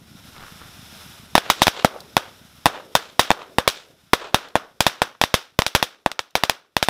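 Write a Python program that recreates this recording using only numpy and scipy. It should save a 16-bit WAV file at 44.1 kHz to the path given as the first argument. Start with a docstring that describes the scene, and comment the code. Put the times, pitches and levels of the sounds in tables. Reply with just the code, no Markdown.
"""At the edge of a field a string of firecrackers hangs from a tree, with a microphone within overload range.
The fuse, a fluttering jet of noise, hisses and sputters; then the crackers burst in an irregular run.
Each is a short shock wave with a ground bounce; the stronger ones clip the microphone. Shaped noise makes the
scatter in the brushwood, the roll over the field and the echoes from far trees and woods. Scraps of casing land,
and behind it all lie a low outdoor rumble and the soft chugs of a distant engine."""
import sys
import numpy as np
from scipy import signal
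from scipy.fft import rfft, irfft
from scipy.io import wavfile
from scipy.ndimage import uniform_filter1d

SR = 44100
rng = np.random.default_rng(int(sys.argv[2]) if len(sys.argv) > 2 else 0)


def store_pcm(level_fs):
    """Save levels as 16-bit WAV."""
    pcm = np.round(np.clip(level_fs, -1, 1) * 32767).astype(np.int16)
    wavfile.write(sys.argv[1], SR, np.atleast_2d(pcm).T)


N = 303849  # samples

# One row a cracker, each bursting at its own height: start_s, shock_db (raw shock against overload),
# blast_ms, bounce_delay_ms, around_db (sent into the surroundings), bright_db, far_echo_db, thump_db
BURSTS = [(1.353, 33, 0.18, 1.05, 6, -1, -61.5, -17), (1.3795, 14, 0.211, 1.2, -9.5, 2.5, -35.5, -19.5),
          (1.5009, 28.5, 0.11, 0.98, 2.0, 5.5, -39.5, -29.0), (1.619, 22.0, 0.22, 1.06, 4.5, 6.5, -61, -10),
          (1.6695, 16.5, 0.146, 1.15, -1, 3.5, -67, -11), (1.6805, 12, 0.18, 1.25, -7, 4.5, -34.5, -4),
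          (1.8472, 24, 0.57, 1.38, 3.5, -3.5, -39, -20), (2.1676, 24, 0.14, 1.15, 4.5, -4, -46.5, -2.5),
          (2.6578, 24.5, 0.17, 1.09, 7, -8, -37.5, -25.5), (2.6648, 12, 0.32, 1.1, -6, 3.5, -41, -24),
          (2.9527, 29, 0.111, 1.144, 5.5, 0, -42.5, -34.0), (3.1943, 21.5, 0.18, 1.07, 5, 5, -39, -33.5),
          (3.305, 22, 0.29, 1.15, 5.5, -18.5, -41.5, -26), (3.3148, 9, 0.27, 1.15, -10.5, 4, -42, -17),
          (3.5847, 14.0, 0.298, 1.05, 5, -8, -63.5, -4), (3.677, 22.5, 0.12, 1.76, 2, 6, -43.5, -4),
          (4.1336, 23.5, 0.25, 0.91, 0.5, -0.5, -38.5, -21),
          (4.1365, 14.5, 0.15, 2.16, -1.5, -2, -38, -15.5), (4.3448, 18.5, 0.2, 1.09, 4, -0.5, -43, -1.0),
          (4.5552, 13.5, 0.521, 1.15, 5, -8.5, -50.5, -29.5),
          (4.8061, 26.5, 0.073, 1.22, -0.5, 6, -62, -0.5), (4.8663, 19, 0.16, 1.16, 4.0, 1.5, -49, -8.5),
          (5.0188, 14.5, 0.26, 1.16, 3.5, -3.5, -69, -25),
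          (5.2147, 17.5, 0.14, 1.18, -0.5, 1.5, -53, -18.5),
          (5.2382, 12.5, 0.16, 1.05, -7, 4.5, -61.5, -6.5),
          (5.3415, 20.0, 0.11, 1.85, 1.5, 4.5, -59.5, 2.5), (5.59, 17.5, 0.14, 1.95, -1.5, 0.5, -53, 7),
          (5.6203, 6, 0.175, 0.98, -10.5, 0.5, -70.5, -25),
          (5.665, 10.5, 0.089, 1.23, -10, 9.0, -83.5, -15.0), (5.7503, 23.5, 0.092, 2.27, 6.5, 0.0, -52, 4),
          (5.8273, 13.0, 0.17, 1.11, -3, 4.0, -64.5, -13.5),
          (6.0618, 11.5, 0.507, 1.128, -2.5, -10.0, -64, -44),
          (6.1165, -2.5, 0.12, 1.43, -21.0, 2.5, -77.5, -32),
          (6.1926, 6, 0.15, 2.17, -11.5, 1.5, -67.5, -30), (6.354, 13.5, 0.17, 1.25, 2.0, -0.5, -64.5, -47),
          (6.4365, 14.5, 0.14, 1.04, -3.5, 1, -56, -10.5), (6.4969, 20.5, 0.1, 1.18, -2.5, 0.5, -77.5, -41),
          (6.7671, 15.5, 0.14, 1.12, -5, 2.0, -64, -7.5), (6.8275, 11.5, 0.15, 1.25, -6, 8.5, -62.0, -9.5),
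          (6.8859, 11.5, 0.33, 1.13, -0.0, -1, -57.0, -11)]


def amp(db):
    """Turns decibels into a gain."""
    return 10 ** (np.asarray(db) / 20)


def evened(x):
    """Scales a signal to rms 1."""
    return x / np.sqrt(np.mean(x ** 2) + 1e-20)


def read(points, hz):
    """Reads a spectrum joined by straight lines on a log-frequency axis."""
    point_hz, value = np.transpose(points)
    return np.interp(np.log(hz + 1), np.log(point_hz + 1), value)


def level(curve):
    """Turns a curve of time and dB into a gain for every sample."""
    return amp(np.interp(np.arange(N) / SR, *np.transpose(curve)))


def add(mix, start_s, sound):
    """Adds a sound to the mix at its start time, cut off at the mix's end."""
    part = mix[round(start_s * SR):][:len(sound)]
    part += sound[:len(part)]


def coloured(x, spectrum, bright_db=0):
    """Gives x a spectrum at rms 1, then lifts or lowers its treble with a shelf around 2 kHz."""
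    hz = np.fft.rfftfreq(len(x), 1 / SR)
    shelf = hz ** 4 / (hz ** 4 + 2000 ** 4)
    shaped = rfft(x) * amp(read(spectrum, hz))
    # the scale is taken ahead of the shelf, so brightness leaves the low band's level alone
    scale = np.std(irfft(shaped, len(x)))
    return irfft(shaped * amp(bright_db * shelf), len(x)) / scale


def lumps(size, depth_db, span):
    """A gain that wanders at random by depth_db rms, smoothed over `span` samples."""
    return amp(depth_db * evened(uniform_filter1d(rng.standard_normal(size), size=span)))


def reflections(size, spectrum, bright_db, grain_db):
    """Noise as a mass of small echoes, their strengths scattered by grain_db."""
    strength = amp(grain_db * rng.standard_normal(size))
    return coloured(rng.standard_normal(size) * strength, spectrum, bright_db)


def crackers():
    """Sums every burst with its ground bounce, torn casing, scatter, roll, echoes and thump."""
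    pile_s, pile_db = 0.0093, -30  # one firm reflection from the stick pile, against the blast
    # scatter and roll keep a fixed balance against what a cracker sends into the surroundings
    brush_db, roll_db = -27, -42.5
    out = np.zeros(N)
    puff = thump()
    for start, shock_db, blast_ms, bounce_ms, around_db, bright_db, far_db, thump_db in BURSTS:
        direct = amp(shock_db) * blast(blast_ms, bounce_ms)
        add(out, start, direct)
        add(out, start + pile_s, amp(pile_db) * direct)
        add(out, start, amp(shock_db) * casing())
        add(out, start, amp(brush_db + around_db) * brushwood(bright_db))
        add(out, start, amp(roll_db + around_db) * field(bright_db))
        add(out, start, amp(far_db) * far_trees(bright_db, blast_ms))
        add(out, start, amp(far_db) * woods())
        add(out, start, amp(thump_db) * puff)
    return out


def blast(blast_ms, bounce_ms, bounce_db=-5, low_cut_hz=310, damping=1.87, soil_hz=9000, size=2048):
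    """A shock (1 - u) exp(-u) and its soil-dulled bounce, through the microphone's band, polarity inverted."""
    s = 2j * np.pi * np.fft.rfftfreq(size, 1 / SR)
    length, delay = blast_ms / 1000, bounce_ms / 1000  # s
    shock = -SR * s * length ** 2 / (1 + s * length) ** 2
    soil = 1 / (1 + s / (2 * np.pi * soil_hz))
    ground = 1 + amp(bounce_db) * np.exp(-s * delay) * soil
    # the shock front's treble limit falls as the blast gets longer: 6400 Hz at the usual 0.2 ms
    front_hz = 6400 * (0.2 / blast_ms) ** 0.33
    w = 2 * np.pi * low_cut_hz
    low_cut = s ** 2 / (s ** 2 + damping * w * s + w ** 2)
    front = 1 / (1 + s / (2 * np.pi * front_hz)) ** 2
    # the microphone's opening has a dip and two resonances
    port = 1 - 0.32 * band(s, 1634, quality=5.2)
    port = port + 0.5 * band(s, 3620, quality=9.3) + 0.66 * band(s, 5000, quality=3.3)
    return irfft(shock * ground * low_cut * front * port)[:size // 2]


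def band(s, hz, quality):
    """A resonance of gain 1 at hz."""
    w = 2 * np.pi * hz
    return s * w / quality / (s ** 2 + s * w / quality + w ** 2)


def casing(tear_db=-27, decay_s=0.00028, size=512):
    """The paper tube tears apart: a burst of noise puts a ragged, bright edge on the shock."""
    # torn paper's spectrum: frequency_hz, level_db
    tear_spectrum = [(500, -21), (1500, -18.5), (3600, -11), (6000, -9.5), (9000, 14.5), (16000, -6)]
    t = np.arange(size) / SR
    return amp(tear_db) * coloured(rng.standard_normal(size), tear_spectrum) * np.exp(-t / decay_s)


def thump():
    """A low thump, less a weaker and slower swing back the other way."""
    puff_s, recovery_s, recovery_db = 0.0013, 0.0034, -27
    return push(puff_s) - amp(recovery_db) * push(recovery_s)


def push(length_s, size=4096):
    """A swing of pressure with a softened start and a weak rebound."""
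    u = np.arange(size) / SR / length_s
    return (1 - np.exp(-u * 7)) * (1 - u) * np.exp(-u)


def brushwood(bright_db, size=4096):
    """Grass answers within milliseconds; the stick pile and the tree scatter for some 20 ms more."""
    # brushwood's spectrum: frequency_hz, level_db
    brush_spectrum = [(100, -8), (350, -13.5), (520, 2), (760, -5), (1200, -5), (1550, -3), (2000, -8.5),
                      (3000, -6.5), (3700, -0.5), (4300, -11.5), (5600, -10), (6800, -15.5), (11000, -18),
                      (16000, -27)]
    t = np.arange(size) / SR
    grass = amp(17.5) * np.exp(-t / 0.0018)
    sticks = amp(5.5) * np.exp(-t / 0.021) / np.sqrt(1 + (t / 0.019) ** 8)
    onset = 1 - np.exp(-t / 0.0021)
    return reflections(size, brush_spectrum, bright_db, grain_db=8.0) * (grass + sticks) * onset


def field(bright_db, size=16384):
    """The roll over the crop: uneven in the lows, while the treble dies sooner."""
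    # the roll's spectrum: frequency_hz, level_db
    field_spectrum = [(80, -23.5), (200, -11), (400, -4.5), (800, -2), (1450, 0.5), (2000, -7.5),
                      (3000, -8), (3650, -6.5), (4300, -12.5), (5600, -10.5), (7000, -21), (16000, -26.5)]
    t = np.arange(size) / SR
    roll = reflections(size, field_spectrum, bright_db + 5.5, grain_db=4)
    low = signal.sosfilt(signal.butter(1, 2500, fs=SR, output="sos"), roll)
    # 60 dB down after 0.34 s in the lows and 0.22 s in the treble
    low_tail = low * lumps(size, depth_db=2, span=220) * amp(-60 * t / 0.34)
    treble_tail = (roll - low) * amp(-60 * t / 0.22)
    return amp(9) * (low_tail + treble_tail) * (1 - np.exp(-t / 0.0059))


def far_trees(bright_db, blast_ms, delay_s=0.095, spread=0.35, size=16384):
    """A dull echo from a line of trees, arriving in uneven slaps; a longer blast returns a deeper echo."""
    # the tree line's spectrum: frequency_hz, level_db
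    far_spectrum = [(80, -20.5), (250, -12.5), (500, 0), (800, -2.5), (1400, -3.5), (2100, -10),
                    (3700, -5.5), (5500, -14), (7500, -9.5), (16000, -38)]
    t = (np.arange(size) + 1) / SR
    swell = np.exp(-(np.log(t / delay_s) / spread) ** 2 / 2)
    slaps = lumps(size, depth_db=3, span=250)
    trunk = 0.7 * np.exp(-((t - 0.115) / 0.00082) ** 2)  # one firm return stands out
    # the treble corner is 600 Hz for a 1 ms blast, higher for shorter ones
    depth = signal.butter(2, min(600 / blast_ms, SR / 3), fs=SR, output="sos")
    returns = reflections(size, far_spectrum, bright_db + 1.5, grain_db=5.5)
    echo = evened(signal.sosfilt(depth, returns) * slaps)
    return amp(1.0) * echo * (swell + trunk)


def woods(delay_s=0.21, spread=0.25, woods_db=-13.5, size=24000):
    """Distant woods across the field send back a late, low murmur in one slow swell."""
    # the woods' spectrum: frequency_hz, level_db
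    woods_spectrum = [(100, -22), (250, -6.5), (400, 1.5), (600, -3), (1000, -19), (16000, -72)]
    t = (np.arange(size) + 1) / SR
    swell = np.exp(-(np.log(t / delay_s) / spread) ** 2 / 2)
    return amp(woods_db) * coloured(rng.standard_normal(size), woods_spectrum) * swell


def fuse():
    """A slightly fluttering jet of gas, as shaped noise, with its sputtering flares."""
    # the burning fuse's spectrum: frequency_hz, level_db
    fuse_spectrum = [(200, -24.5), (430, -10.5), (650, -3), (1100, -4), (1400, 1.5), (1750, -5),
                     (3100, -3.5), (3600, 0.5), (4500, -8.5), (5300, -1.5), (6300, -10), (8000, -12.5),
                     (11500, -10), (16000, -18)]
    # the hiss up to the first cracker and as it flares again, ahead of the fade: time_s, level_db
    hiss_curve = [(0, -56), (.3, -48), (.7, -47), (1.02, -44), (1.25, -49), (1.7, -51.5), (2.2, -48),
                  (3.1, -47.5)]
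    jet = reflections(N, fuse_spectrum, 0, grain_db=0.0)
    hiss = jet * lumps(N, depth_db=0.97, span=900) * level(hiss_curve)
    return hiss + sputter()


def sputter(sparks_per_s=350):
    """Each flare is a fizz of fine random sparks with a quick, uneven run of spits."""
    # the fuse's flare-ups: start_s, length_s, level_db (ahead of the fade)
    flare_rows = [(.35, 0.14, -47), (0.61, 0.022, -46.5)]
    # spectrum of sparks and spits: frequency_hz, level_db
    spit_spectrum = [(200, -3), (600, -8), (1300, 2), (2200, -8), (4000, -13), (16000, -53)]
    rise_s, fall_s = 0.017, 0.069
    spit_gap_s, spit_db = 0.0115, 12  # mean gap; level above the flare's
    sparks = (rng.random(N) < sparks_per_s / SR) * rng.uniform(.4, 1, N)
    flame, spits, t = np.zeros(N), [], np.arange(SR) / SR
    for start, length, db in flare_rows:
        rise = np.minimum(t / rise_s, 1)
        fall = np.exp(-np.maximum(t - length, 0) / fall_s)
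        add(flame, start - rise_s, amp(db) * rise * fall)
        gap, strength = rng.uniform(-1, 1, (2, 32))
        delays = np.cumsum(spit_gap_s * (1 + .5 * gap))
        for delay, z in zip(delays, strength):
            if delay < length:
                spits.append((start + delay, db + spit_db + 3.0 * z))
    return coloured(sparks, spit_spectrum) * flame + ticks(spits, spit_spectrum, decay_s=0.0014)


def ticks(rows, spectrum, decay_s, size=2048):
    """Short dry snaps of decaying noise."""
    out, t = np.zeros(N), np.arange(size) / SR
    for start, db in rows:
        add(out, start, amp(db) * coloured(rng.standard_normal(size), spectrum) * np.exp(-t / decay_s))
    return out


def scraps():
    """Scraps of casing land, each a dry snap."""
    # landings: start_s, level_db
    landings = [(2.004, -34), (4.4855, -44), (6.307, -50)]
    # a scrap's spectrum: frequency_hz, level_db
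    scrap_spectrum = [(300, -33), (1500, -34), (4000, 7.5), (6000, -2.5), (9000, -8.5), (16000, -13)]
    return ticks(landings, scrap_spectrum, decay_s=.004)


def pump_engine(second_beat_s=0.036, second_db=-2, engine_db=-52):
    """A slow engine far off, perhaps a water pump: two soft chugs, as decaying tones, in every cycle."""
    # the distant engine's spectrum: frequency_hz, level_db
    chug_spectrum = [(20, -21), (60, -5.5), (120, 3), (190, -2.5), (290, -0.5), (400, -13), (900, -33.5),
                     (16000, -100)]
    period_s, first_s, ring_s = .1352, -.019, .0035
    beats = np.zeros(N)
    t = np.arange(1024) / SR
    for cycle in np.arange(first_s, N / SR, period_s):
        for start, db in ((cycle, 0), (cycle + second_beat_s, second_db)):
            pitch_hz = 165 * rng.uniform(1.0, 1.34)
            chug = np.sin(2 * np.pi * pitch_hz * t) * np.exp(-t / ring_s)
            if start > 0:
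                add(beats, start, amp(db + 1.5 * rng.standard_normal()) * chug)
    return coloured(beats, chug_spectrum) * amp(engine_db)


def rumble(rumble_db=-52.5):
    """Low outdoor background of steady shaped noise."""
    # the open air's spectrum: frequency_hz, level_db
    rumble_spectrum = [(20, -15), (45, -9), (75, 6), (130, -2.5), (190, 2), (300, -4.5), (450, -11.5),
                       (900, -17), (2500, -36), (16000, -69.5)]
    return amp(rumble_db) * coloured(rng.standard_normal(N), rumble_spectrum)


def dips(dip_db=-8.5, recovery_s=0.11):
    """A gain that drops at each bang and recovers exponentially in dB; close bangs add up."""
    db, t = np.zeros(N), np.arange(SR) / SR
    for start, *_ in BURSTS:
        add(db, start, dip_db * np.exp(-t / recovery_s))
    return amp(db)


def fade(from_s=1.55, db_per_s=5):
    """A gain that holds steady, then falls at a constant rate once the bangs are under way."""
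    return amp(-db_per_s * np.maximum(np.arange(N) / SR - from_s, 0))


def scene():
    """The crackers over the falling scraps, the fuse and the low background; the last two fade."""
    background = (pump_engine() + rumble()) * dips()
    quiet = (fuse() + background) * fade()
    return (crackers() + scraps() + quiet)[None]


def record(dry, edge_hz=15600):
    """The microphone's overload clips the blasts flat; a low-pass then limits the band."""
    clipped = np.clip(dry, -1, 1)
    low_pass = signal.firwin(383, edge_hz, window=("kaiser", 7), fs=SR)
    return signal.oaconvolve(clipped, low_pass[None], "same")


dry = scene()
out = record(dry)
store_pcm(out)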